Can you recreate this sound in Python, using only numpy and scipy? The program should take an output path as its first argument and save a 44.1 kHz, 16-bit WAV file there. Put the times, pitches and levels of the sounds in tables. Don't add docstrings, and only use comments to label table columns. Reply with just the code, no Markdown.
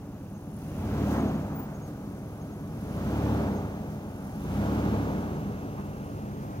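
import sys
import numpy as np
from scipy import signal
from scipy.fft import rfft, irfft, next_fast_len
from scipy.io import wavfile
from scipy.ndimage import map_coordinates

SR = 44100
rng = np.random.default_rng(int(sys.argv[2]) if len(sys.argv) > 2 else 0)


def output_pcm(signal):
    pcm = np.clip(np.atleast_2d(signal).T, -1, 1) * 32767
    wavfile.write(sys.argv[1], SR, np.round(pcm).astype(np.int16))


N = 291060
T = np.arange(N) / SR
IDLE_HZ, FULL_HZ = 20, 35


def undb(db):
    return 10 ** (np.asarray(db) / 20)

def unit(x):
    return x / np.sqrt(np.mean(x ** 2))

def curves(table):
    time_s, *columns = np.transpose(table)
    return [np.interp(T, time_s, column) for column in columns]

def swell(centre_s, length_s):
    return np.exp(-(3.9 * (T - centre_s) / length_s) ** 2)

def walk(rate_hz):
    knots = rng.standard_normal(size=16384)
    return unit(map_coordinates(knots, [T * rate_hz], order=2, mode="wrap"))

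def colour(x, spectrum, share=1):
    hz, db = np.transpose(spectrum)
    size = next_fast_len(N, real=True)
    bins_hz = np.fft.rfftfreq(size, 1 / SR) + 1
    gain = undb(share * np.interp(np.log(bins_hz), np.log(hz), db))
    return irfft(rfft(x, size) * gain, size)[..., :N]

def stereo(x, lead_ms):
    half = lead_ms * SR / 2000
    return np.array([map_coordinates(x, [np.arange(N) + d], order=3, mode="nearest")
                     for d in (half, -half)])

def noise_field(spectrum, lead_ms, scatter):
    direct = np.sqrt(1 - scatter) * stereo(rng.standard_normal(N), lead_ms)
    diffuse = np.sqrt(scatter) * rng.standard_normal((2, N))
    return unit(colour(direct + diffuse, spectrum))


# frequency_hz, gain_db
OUTDOORS = [(20, -25), (45, -4.5), (100, 16), (300, 3), (1000, -51), (3000, -31), (16000, -51.5)]
def outdoors(lead_ms):
    return undb(-50) * noise_field(OUTDOORS, lead_ms, scatter=.06)

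# frequency_hz, gain_db
SAND = [(3000, -5.5), (5000, -1), (6500, 3), (7300, -4.5), (8800, -6.5), (10500, -5), (12500, -2),
        (15800, -4)]
def grit(snaps_per_s=2500, size_db=1.5):
    snaps = (rng.random((2, N)) < snaps_per_s / SR) * rng.choice([-1, 1], (2, N))
    sizes = undb(size_db * np.minimum(rng.exponential(size=(2, N)), 6))
    return unit(colour(snaps * sizes, SAND))

# centre_s, length_s, crackle_db, dull_db
NOISE_SWELLS = [(.62, .22, -71, -60), (1.124, 0.18, -55, -47), (1.17, 0.14, -70, -37),
                (1.58, 0.73, -85, -48.5), (1.883, 0.09, -67, -75), (3.923, 0.15, -68, -69),
                (4.27, 0.22, -72, -51.5), (4.66, .22, -75, -49), (5.79, 0.1, -85, -44),
                (6.43, 0.097, -68, -55), (6.542, 0.22, -84.5, -50.5)]
# frequency_hz, gain_db
DULL_NOISE = [(200, -18), (500, -8), (800, 6.5), (1500, -6), (2200, -13), (5000, -53)]
def tyres(sand_db, lead_ms, grit_db=0.46):
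    bursts = sum(undb(db) * swell(s, length) for s, length, db, _ in NOISE_SWELLS)
    crackle = undb(sand_db + grit_db) + bursts
    dull = sum(undb(db) * swell(s, length) for s, length, _, db in NOISE_SWELLS)
    hiss = undb(sand_db) * noise_field(SAND, lead_ms, scatter=1.0)
    return hiss + crackle * grit() + dull * noise_field(DULL_NOISE, lead_ms, scatter=0.35)

# centre_s, length_s, level_db
WHEEL_DROP = (1.222, 0.5, -31.5)
# frequency_hz, gain_db
BOOM = [(60, -45), (190, -6), (245, 5), (310, -12), (430, -6.5), (600, -17), (1100, -38), (3500, -37),
        (9000, -66)]
def wheel_drop(lead_ms):
    centre_s, length_s, level_db = WHEEL_DROP
    return undb(level_db) * swell(centre_s, length_s) * noise_field(BOOM, lead_ms, scatter=0.026)

# centre_s, length_s, pitch_hz, width_hz, level_db
SQUEAKS = [(.36, 0.082, 6360, 320, -61), (1.17, 0.083, 6550, 270, -66), (1.208, 0.027, 6430, 290, -54),
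           (1.286, .04, 6450, 310, -54), (1.358, .04, 6500, 300, -60), (1.757, 0.055, 6500, 230, -58),
           (1.838, 0.083, 6470, 250, -57.5), (2.422, 0.037, 6500, 250, -59), (2.53, 0.045, 6550, 230, -61),
           (3.57, 0.077, 6400, 300, -58), (1.565, 0.054, 15203, 3, -46.5), (1.599, 0.047, 15203, 3, -42.5),
           (1.635, .07, 15205, 3, -50)]
def brakes():
    out = 0
    for centre_s, length_s, pitch_hz, width_hz, level_db in SQUEAKS:
        waver = np.interp(T * 400, np.arange(4096), rng.standard_normal(4096))
        phase = 2 * np.pi * np.cumsum(pitch_hz + width_hz * waver / 2) / SR
        out = out + undb(level_db) * swell(centre_s, length_s) * np.sin(phase)
    return out

# centre_s, length_s, level_db
BELT_SPELLS = [(.6, 0.96, -69), (2.3, 1.7, -71), (2.95, 0.75, -70.5), (4.35, 1.1, -71), (6.1, 0.99, -76)]
def belt(turns, pitch_hz=10300, wander=0.061, width_hz=1500, duty=0.27, uneven_db=1.2, floor_db=-79):
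    slips = 2 * turns + .07 * walk(20)
    size, detune = rng.standard_normal((600, 2))[slips.astype(int)].T
    gate = np.exp(-((slips % 1 - .5) / duty) ** 2)
    phase = 2 * np.pi * np.cumsum(pitch_hz * (1 + wander * detune)) / SR
    chirp = walk(width_hz) * np.sin(phase)
    spells = undb(floor_db) + sum(undb(db) * swell(s, length) for s, length, db in BELT_SPELLS)
    return spells * undb(uneven_db * size) * unit(gate * chirp)

def resonate(x, hz, width_hz):
    peak = signal.iirpeak(hz, hz / width_hz, fs=SR)
    return signal.lfilter(*peak, signal.lfilter(*peak, x))

def valves(turns, ring_hz=2700, width_hz=520, decay_cycles=0.53):
    cycle = 3 * turns % 1
    ticks = np.exp(-cycle / decay_cycles) * rng.standard_normal(N)
    return unit(resonate(ticks, ring_hz, width_hz))

# frequency_hz, gain_db
AIR = [(900, -1), (1500, 5.5), (1850, 0), (2300, 0.5), (2800, -1.5), (3400, -3.5), (4600, -9),
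       (5800, -12.5), (6500, -16), (7300, -16.5), (9000, -31), (15000, -68)]
def airflow(lead_ms):
    return noise_field(AIR, lead_ms, scatter=0.6)

# frequency_hz, gain_db
FAN = [(100, -18), (250, -2), (340, 0), (410, 2), (470, -1.5), (580, -1), (700, -4), (830, -4.5),
       (1000, -9.5), (1200, -10.5), (1500, -15), (1800, -21.5), (2600, -31), (5000, -67)]
def fan(turns, lead_ms, once=0.052, twice=0.092):
    throb = 1 + once * np.cos(2 * np.pi * turns) + twice * np.cos(4 * np.pi * turns)
    return throb * noise_field(FAN, lead_ms, scatter=0.11)

# pitch_hz, base_width_hz, gain_db
BODY_MODES = [(105, 20.4, -2), (159.9, 18.5, 1.4), (198.9, 34.3, 2.5), (263.7, 30.2, -3)]
def rumble(turns, uneven_db=3.0, gas=0.081, puff_cycles=1.0, width_scale=1.68):
    firings = 3 * turns + .24 * walk(60)
    onsets = np.flatnonzero(np.diff(np.floor(firings)) > 0)
    knocks = np.zeros(N)
    knocks[onsets] = undb(uneven_db * rng.standard_normal(size=2048)[:len(onsets)])
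    puffs = unit(np.exp(-(firings % 1) / puff_cycles) * rng.standard_normal(N))
    force = knocks + gas * puffs
    return unit(sum(undb(db) * resonate(force, hz, width_scale * width) for hz, width, db in BODY_MODES))

# crankshaft_order, idle_gain_db, load_gain_db
ENGINE_ORDERS = [(1, -32, -28), (1.5, -33, -21), (2, -16, -3), (2.5, -19, -15), (3, -11, -1.5),
                 (3.5, -22, -17), (4, -7.5, -9), (4.5, -31, -18), (5, -6.5, -8.5), (6, -6.5, -4),
                 (7, -11, -10), (8, -12, -6.5), (9, -10, -13.5)]
def drone(turns, shaft_hz, waver=0.034, inertia_s=0.059):
    wanted_hz = np.interp(T + inertia_s, T, shaft_hz)
    load = np.clip((wanted_hz - IDLE_HZ) / (FULL_HZ - IDLE_HZ), 0, 1)
    out = 0
    for order, idle_db, load_db in ENGINE_ORDERS:
        blur = (order / 11) ** 2 * walk(25)
        tone = np.sin(2 * np.pi * (order * turns + rng.random()) + blur)
        gain = undb(idle_db + load * (load_db - idle_db))
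        out = out + gain * (1 + waver * walk(9.3)) * tone
    return out

# time_s, speed_hz
CRAWL = [(.6, 18.9), (1.5, 21.2), (6.6, 22.5)]
# start_s, rise_s, hold_s, fall_s, added_hz
PUSHES = [(.48, .62, 0, .585, 17), (2.65, .645, .03, .55, 15.6), (4.28, .42, .135, .815, 14.3)]
def shaft_speed():
    hz, = curves(CRAWL)
    for start_s, rise_s, hold_s, fall_s, added_hz in PUSHES:
        up = np.sin(np.pi / 2 * np.clip((T - start_s) / rise_s, 0, 1)) ** 2
        released_s = np.maximum(T - start_s - rise_s - hold_s, 0)
        down = (1 + (released_s / fall_s) ** 2) ** -3
        hz = hz + added_hz * up * down
    return hz

def speed_db(shaft_hz, law):
    idle_db, doubling_db, lag_s, approach_db = law
    doublings = np.log2(np.interp(T - lag_s, T, shaft_hz) / IDLE_HZ)
    return idle_db + doubling_db * doublings + approach_db * T / T[-1]

# idle_db, doubling_db, lag_s, approach_db
SAND_LAW = (-66.5, 9, -.06, 1.04)
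AIR_LAW = (-64.5, 17, -0.03, 2.5)
FAN_LAW = (-49, 16, 0.0356, 2.54)
RUMBLE_LAW = (-40, 10, 0.03, -0.06)
DRONE_LAW = (-42.5, 15, 0, 0.6)
# time_s, left_lead_ms, valve_db
PASSAGE = [(0, 0.093, -73), (.5, .13, -73), (.7, 0.12, -65), (1.3, .14, -66), (2.1, 0.15, -79),
           (3.2, 0.18, -68), (4.3, 0.2, -72), (5.1, 0.24, -67), (6, 0.29, -66.5), (6.6, 0.37, -77)]
def scene():
    shaft_hz = shaft_speed()
    lead_ms, valve_db = curves(PASSAGE)
    turns = np.cumsum(shaft_hz) / SR
    exhaust = undb(speed_db(shaft_hz, DRONE_LAW)) * drone(turns, shaft_hz)
    body = undb(speed_db(shaft_hz, RUMBLE_LAW)) * rumble(turns)
    machinery = exhaust + body + undb(valve_db) * valves(turns) + belt(turns) + brakes()
    roar = undb(speed_db(shaft_hz, FAN_LAW)) * fan(turns, lead_ms)
    air = undb(speed_db(shaft_hz, AIR_LAW)) * airflow(lead_ms)
    ambience = outdoors(lead_ms)
    ground = tyres(speed_db(shaft_hz, SAND_LAW), lead_ms) + wheel_drop(lead_ms)
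    return stereo(machinery, lead_ms) + roar + air + ground + ambience

# frequency_hz, gain_db
PORT_RESPONSE = [(300, 0.5), (520, -2), (750, -5.5), (1100, 2.5), (2400, 3), (4400, -2.5), (6400, 2.5),
                 (7800, -16), (9300, -17), (12300, -14.5), (15000, -19)]
def record(dry, ahead_share=0.12, aside_share=0.43, cutoff_hz=15800):
    moved = (T / T[-1]) ** 2
    ahead = colour(dry[1], PORT_RESPONSE, ahead_share)
    aside = colour(dry[1], PORT_RESPONSE, aside_share)
    right = (1 - moved) * ahead + moved * aside
    left = colour(dry[0], PORT_RESPONSE, share=-0.25)
    lowpass = signal.ellip(10, .2, 70, cutoff_hz, fs=SR, output="sos")
    return signal.sosfilt(lowpass, np.array([left, right]))


dry = scene()
out = record(dry)
output_pcm(out)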